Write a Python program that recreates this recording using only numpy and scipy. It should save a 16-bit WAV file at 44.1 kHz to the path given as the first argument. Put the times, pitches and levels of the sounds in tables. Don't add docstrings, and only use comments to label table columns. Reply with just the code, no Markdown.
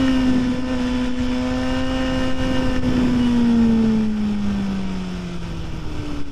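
import sys
import numpy as np
from scipy import signal
from scipy.fft import rfft, irfft, next_fast_len
from scipy.io import wavfile
from scipy.ndimage import uniform_filter1d, map_coordinates

SR = 44100
rng = np.random.default_rng(int(sys.argv[2]) if len(sys.argv) > 2 else 0)


def volts(x):
    e = np.asarray(x, float) / 20
    return 10 ** e


def persist_wave(psi):
    counts = np.round(np.clip(psi, -1, 1) * 32767).astype(np.int16)
    wavfile.write(sys.argv[1], SR, np.atleast_2d(counts).T)


N = 278271
T = np.arange(N) / SR

# [pitch_hz, level_db per Hz]
BODYWORK = [(290, -41), (500, -4.5), (960, -3), (1080, -12.5), (1260, -2), (1560, -2), (1720, -14),
            (2040, -9.5), (2350, -5), (3300, -7), (4140, -15), (5200, -12.5), (8910, -25), (10300, -30),
            (14800, -46)]
# [pitch_hz, level_db]
SILENCER_MODES = [(225, 11.5), (293, 14.5), (315, 6), (360, 4.5), (405, -5.5), (445, 15), (490, 2),
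                  (525, 4.5)]
# [centre_s, loss_db, half_length_s]
CAPSULE_DULLED = [(.33, -1, 0.017), (.63, -3, .05), (1.14, -4.5, 0.046), (1.86, -2, 0.049),
                  (2.35, -6.5, 0.041), (2.66, 0, 0.048), (2.81, -9, 0.019), (4.14, -3.5, .09),
                  (4.38, -3, 0.05), (4.76, 0, 0.02), (5.39, -3.5, 0.025), (5.53, 0, 0.022),
                  (5.86, -0.5, 0.044), (6.24, -7.5, 0.026), (6.31, -6.5, 0.062)]
PUMP_ORDER = 59 / 16


def engine():
    # [time_s, firing_hz]
    speed = [(0, 265), (.2, 257.1), (.5, 249.5), (.72, 256.9), (.8, 247.5), (.88, 250), (1.3, 250.2),
             (1.9, 260.3), (2.2, 258.8), (2.5, 259.3), (2.8, 254.3), (3.25, 243.2), (3.7, 227.3),
             (4.3, 208.2), (4.9, 188.1), (5.35, 173.2), (5.95, 151.4), (6.31, 140.6)]
    # [time_s, throttle 0-1, running_noise_db, uneven_burning 0-1]
    rider = [(0, 0.2, -37.5, 0.07), (.28, 0, -40, 0.1), (.52, 0.18, -42.5, 0.31), (.535, 0.5, -42.5, 0.37),
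             (.74, 0.82, -41, 0.3), (.8, 0.52, -40, 0.14), (1.3, 0.49, -41, 0.18), (1.45, 0.62, -40, .04),
             (2.2, 0.7, -38.5, 0), (2.75, 0.7, -40, 0.16), (3.0, .2, -40.5, 0.04), (3.17, 0.13, -41, 0.27),
             (3.27, 0.21, -40.5, 0), (3.8, 0.03, -44.5, 0), (4.5, 0.23, -44, 0), (5.3, 0.06, -45, 0.1),
             (5.8, 0, -47, 0.08), (6.31, 0.04, -43.5, 0.14)]
    # [time_s, load 0-1]
    breathing = [(0, 0), (.2, 0.63), (.45, 0.56), (.6, 0.74), (.75, 0.94), (.82, 0.67), (1.25, 0.5),
                 (1.4, 0.91), (2.0, 0.74), (2.65, 0.63), (2.85, 0.4), (3.3, 0.1), (3.6, 0.6), (3.95, 0.63),
                 (4.15, 0.25), (4.35, 0.54), (5.2, 0), (6.1, 0.1)]
    hz, = curves(speed)
    throttle, running_db, uneven = curves(rider)
    load, = curves(breathing)
    firings = np.cumsum(hz) / SR
    turn = 2 * np.pi * firings
    return (exhaust(hz, turn, throttle, running_db, uneven)
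            + growl(hz, turn, load, running_db)
            + pipe(hz, firings, load, running_db)
            + valve_ticks(firings, throttle, running_db)
            + clatter(firings, running_db)
            + gear_whine(hz, turn, running_db)
            + pump(hz, turn, running_db)
            + pump_teeth(turn, throttle, running_db))


def exhaust(hz, turn, throttle, running_db, uneven):
    # [firing_hz, level_db over the running noise]
    boom_response = [(140, 3), (160, 10.5), (185, 18), (200, 24.5), (215, 26.5), (230, 29), (248, 23),
                     (265, 21.5)]
    boom_db = between(throttle, 0, -10) + along(boom_response, hz) + 3.5
    octave_db = between(throttle, 0, 7.5) + along(SILENCER_MODES, 2 * hz) + 2.5
    boom = volts(running_db + boom_db) * np.imag(shaken(uneven) * np.exp(1j * turn))
    octave = volts(running_db + octave_db) * np.imag(shaken(uneven) * np.exp(2j * turn))
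    return boom + octave


def shaken(uneven):
    return 1 + uneven * (wobble(rate=65) + 1j * wobble(rate=70))


def growl(hz, turn, load, running_db):
    orders = [2.5, 3, 3.5, 4]
    # [idle_db, loaded_db]
    order_levels = [(-16.5, 0.5), (-12, -0.5), (-20.5, -10), (-8.5, -5)]
    # [pitch_hz, level_db]
    airbox = [(440, 7), (520, -1), (635, -2.5), (700, 1), (750, -8), (772, -1), (885, 1.5), (1030, -1)]
    total = growl_order(1.5, turn, load, running_db - 15 + along(SILENCER_MODES, 1.5 * hz))
    for k, (idle_db, loaded_db) in zip(orders, order_levels):
        level_db = running_db + between(load, idle_db, loaded_db) + along(airbox, k * hz)
        total = total + growl_order(k, turn, load, level_db)
    return total


def growl_order(k, turn, load, level_db):
    unloaded_db = (1 - load) * (3 * wobble(rate=4) - 4)
    gain = volts(level_db + 7.5 + wobble(rate=10) + unloaded_db)
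    return gain * np.sin(k * turn + .15 * wobble(rate=20))


def pipe(hz, firings, load, running_db):
    # [pitch_hz, level_db]
    pipe_colour = [(600, -63.5), (1100, 2), (1310, 11.5), (1440, 7.5), (1570, -4), (1780, 9), (2300, -20),
                   (2890, 1.5), (3860, -29.5), (6000, -6.5), (13200, -120)]
    db_per_octave, cruise_hz = 13, 251
    level_db = between(load, -3, -4) + db_per_octave * np.log2(hz / cruise_hz) + 2.5
    blows = scattered(pulses(firings, jitter_s=.00001, scatter_db=4.5), t60=0.02)
    return volts(running_db + level_db) * coloured(blows, pipe_colour)


def pulses(firings, jitter_s, scatter_db):
    cylinder_sizes = [0.19, 1, 0.54, 0.93]
    count = np.arange(1, int(firings[-1]))
    chance = rng.standard_normal((2, len(count)))
    at = np.interp(count, firings, T * SR) + jitter_s * SR * chance[0]
    return impulses(at, np.array(cylinder_sizes)[count % 4] * volts(scatter_db * chance[1]))


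def valve_ticks(firings, throttle, running_db):
    # [pitch_hz, width_hz, lift_db]
    fairing_modes = [(915, 74, 6.5), (1144, 990, 11), (1548, 51, 8.5), (2335, 100, 9.5), (3060, 72, 13),
                     (3450, 110, 13), (5115, 1300, 11.5)]
    # [pitch_hz, level_db]
    thin_bass = [(700, -8), (1100, 1)]
    hz = np.geomspace(290, 14800, num=500)
    lift = sum(up / (1 + (2 * (hz - centre) / width) ** 2) for centre, width, up in fairing_modes)
    colour_db = along(BODYWORK, hz) + lift + along(thin_bass, hz)
    blows = scattered(seatings(firings, jitter_s=.000008, drift_db=1.0), t60=0.045)
    return volts(running_db + between(throttle, 0.5, 0)) * coloured(blows, np.c_[hz, colour_db])


def seatings(firings, jitter_s, drift_db):
    valve_seats = [(.031, 0.51), (0.117, 0.72), (0.274, 0.32), (0.376, 1), (0.538, 0.18), (0.609, 0.16),
                   (0.781, 0.14), (0.865, 0.97)]
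    share, size = np.transpose(valve_seats)
    cycle = np.arange(int(firings[-1] / 4))[:, None]
    chance = rng.standard_normal((2, len(cycle), len(share)))
    at = np.interp(4 * (cycle + share), firings, T * SR) + jitter_s * SR * chance[0]
    drift = volts(drift_db * unit(uniform_filter1d(chance[1], size=9, axis=0)))
    return impulses(at.ravel(), (size * drift).ravel())


def clatter(firings, running_db):
    gate_sizes = [0.52, 0.99, 0.98, 0.38]
    gate = 1.1 + np.array(gate_sizes)[firings.astype(int) % 4] * np.exp(-3.5 * (firings % 1))
    tremor = volts(0.15 * wobble(rate=67) + 0.6 * wobble(rate=35))
    return volts(running_db + 3.5) * coloured(gate * tremor * patchy(1.37, 3, 12), BODYWORK)


def gear_whine(hz, turn, running_db):
    # [pitch_hz, level_db]
    gear_case = [(1500, -40), (2300, -30), (2420, -17), (2560, -25), (2750, -17), (2810, -10), (2840, -4),
                 (2930, -6)]
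    order = 11
    gain = volts(running_db + along(gear_case, order * hz) + 7 + wobble(rate=25))
    return gain * np.sin(order * turn + .35 * wobble(rate=30))


def pump(hz, turn, running_db):
    # [pitch_hz, level_db]
    pump_response = [(520, -24), (650, -2.5), (760, -3.5), (900, -2.5), (922, -28.5), (950, 1.5),
                     (975, -31)]
    gain = volts(running_db + along(pump_response, PUMP_ORDER * hz) + 1.1 * wobble(rate=5.9))
    return gain * np.sin(PUMP_ORDER * turn)


def pump_teeth(turn, throttle, running_db):
    gain = volts(running_db + between(throttle, -21.5, -34) + 2 + 3 * wobble(rate=10))
    return gain * np.sin(4 * PUMP_ORDER * turn + .5 * wobble(rate=25))


def panel():
    # [centre_s, half_length_s, pitch_hz, level_db]
    squeals = [
        (3.24, 0.055, 2922, -48),
    ]
    total = 0
    for s, half, hz, db in squeals:
        swell = volts(db + 11 + 1.5 * wobble(rate=21)) * np.exp(-((T - s) / half) ** 4)
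        total = total + swell * np.sin(2 * np.pi * hz * T + .5 * wobble(rate=35))
    return total


def wind():
    # [time_s, strength_db, eddy_db behind the screen]
    gusts = [(0, -30, 5), (.24, -29.5, -3.5), (.33, -34.5, 10), (.52, -35, 4.5), (.56, -35.5, 5),
             (.9, -34, -2), (1.25, -32.5, -8), (1.6, -31, -5.5), (2.25, -28.5, 0), (2.5, -29, 0.5),
             (3.0, -29.5, 6.5), (3.3, -32, 3), (3.95, -35.5, 6.5), (4.15, -33, -3), (4.55, -32, -1.5),
             (5.04, -37, -1), (5.6, -32, -6.5), (6.31, -34, 0)]
    strength_db, eddy_db = curves(gusts)
    return buffet(strength_db) + flutter(strength_db + eddy_db) + roar(strength_db + 0.4 * eddy_db)


def buffet(level_db):
    # [pitch_hz, level_db per Hz]
    buffet_colour = [(5, -1), (12, 6), (30, -1.5), (70, -3), (130, -10.5), (250, -33), (600, -60.5)]
    lumps = volts(0.22 * wobble(rate=21.0)) * patchy(1.0, 2, 10)
    return volts(level_db + 4.5) * coloured(lumps, buffet_colour)


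def flutter(level_db):
    # [pitch_hz, level_db per Hz]
    flutter_colour = [(30, -49), (80, 0.5), (150, 0), (250, -2), (450, -13), (900, -23.5), (2000, -65)]
    eddies = volts(1.5 * wobble(rate=37)) * patchy(0.3, 2, 10)
    return volts(level_db - 5 + 4.5) * coloured(eddies, flutter_colour)


def roar(level_db):
    # [pitch_hz, level_db per Hz]
    roar_colour = [(120, -65), (250, 0), (400, 2), (700, -12.5), (1200, -6), (2500, -58)]
    return volts(level_db - 5.5 - 3.5) * coloured(patchy(2.2, 3, 10), roar_colour)


def pressure():
    # [centre_s, share of full scale, half_length_s]
    swings = [(.13, -.055, .04), (.33, -.085, .04), (.63, -.04, .06), (.79, .07, .07), (.93, .035, .03),
              (1.12, -.07, .05), (1.85, -.045, .04), (2.0, .045, .06), (2.18, .07, .04), (2.33, -.14, .045),
              (2.43, .12, .025), (2.56, .125, .05), (2.68, -.085, .035), (2.8, -.12, .04), (2.92, .07, .04),
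              (3.1, .05, .1), (3.41, -.055, .04), (4.08, -.055, .05), (4.38, -.035, .03), (4.47, .1, .04),
              (4.85, -.035, .09), (4.99, .035, .025), (5.31, .05, .025), (5.38, -.045, .04),
              (5.48, .06, .03), (5.65, .065, .035), (5.84, .06, .04), (6.02, .035, .03), (6.22, -.105, .04)]
    return -.0077 + bumps(swings)


def starved(x):
    # [time_s, threshold_db]
    threshold_moves = [(0, -4), (.6, -3), (.75, 1), (2.1, 3), (2.2, -2), (4.1, -6.5), (4.3, -3), (5.7, -4),
                       (6.31, -9)]
    # [pitch_hz, level_db]
    weak_treble = [(6500, -88), (8100, -77.5), (9300, -84), (10100, -79), (10700, -87), (11800, -90),
                   (12400, -87), (12900, -93), (14300, -93), (15000, -84)]
    hz, t, z = signal.stft(x, SR, nperseg=1024)
    level = np.sqrt(np.abs(uniform_filter1d(np.abs(z) ** 2, size=4, axis=0)))
    bands = uniform_filter1d(rng.standard_normal(z.shape), size=30, axis=0)
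    flicker_db = 1.5 * rng.standard_normal(len(t)) + 2.5 * unit(bands)
    follow_db = np.interp(t, *np.transpose(threshold_moves)) + np.interp(t, T, bumps(CAPSULE_DULLED))
    shape_db = np.interp(hz, *np.transpose(weak_treble), left=-200)[:, None]
    limit = volts(shape_db + follow_db + flicker_db)
    return signal.istft(z * np.where(level > limit, 1, .03), SR, nperseg=1024)[1][:N]


def scattered(x, t60):
    t = T[:SR // 20]
    smear = rng.standard_normal(len(t)) * volts(-60 * t / t60)
    return unit(signal.fftconvolve(x, smear)[:N])


def impulses(at, size):
    at = np.clip(at, 9, N - 9)
    taps = at.astype(int)[:, None] + np.arange(-7, 9)
    offset = taps - at[:, None]
    shape = np.sinc(offset) * np.cos(np.pi * offset / 16) ** 2
    return np.bincount(taps.ravel(), (size[:, None] * shape).ravel(), N)


def patchy(depth_db, tall, long):
    z = signal.stft(rng.standard_normal(N), nperseg=512)[2]
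    field = uniform_filter1d(rng.standard_normal(z.shape), tall, 0)
    field = uniform_filter1d(field, long, 1)
    return signal.istft(z * volts(depth_db * unit(field)), nperseg=512)[1][:N]


def coloured(x, points):
    m = 2 * next_fast_len(N // 2 + SR // 2)
    f, db = np.transpose(points)
    gain_db = np.interp(np.log(np.fft.rfftfreq(m, 1 / SR) + 1), np.log(f + 1), db)
    cepstrum = irfft(gain_db * np.log(10) / 20, m)
    cepstrum[1:m // 2] *= 2
    cepstrum[m // 2 + 1:] = 0
    return unit(irfft(rfft(x, m) * np.exp(rfft(cepstrum)), m)[:N])


def wobble(rate):
    return unit(map_coordinates(rng.standard_normal(2800), [T * rate]))


def between(amount, low_db, high_db):
    return low_db + amount * (high_db - low_db)


def along(points, hz):
    f, v = np.transpose(points)
    return np.interp(np.log(hz), np.log(f), v)


def curves(rows):
    s, *cols = np.transpose(rows)
    return [np.interp(T, s, c) for c in cols]


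def bumps(rows):
    return sum(height * np.exp(-((T - s) / half) ** 2) for s, height, half in rows)


def unit(x):
    return x / np.sqrt(np.mean(x ** 2) + 1e-20)


def scene():
    heard = engine() + panel() + wind()
    return (volts(bumps(CAPSULE_DULLED)) * heard + pressure())[None]


def band_limit(x):
    return signal.sosfilt(signal.butter(12, 15000, fs=SR, output="sos"), x)


def record(dry):
    bent = dry[0] + .1 * dry[0] ** 2 - .007
    return band_limit(starved(bent)[None])


dry = scene()
out = record(dry)
persist_wave(out)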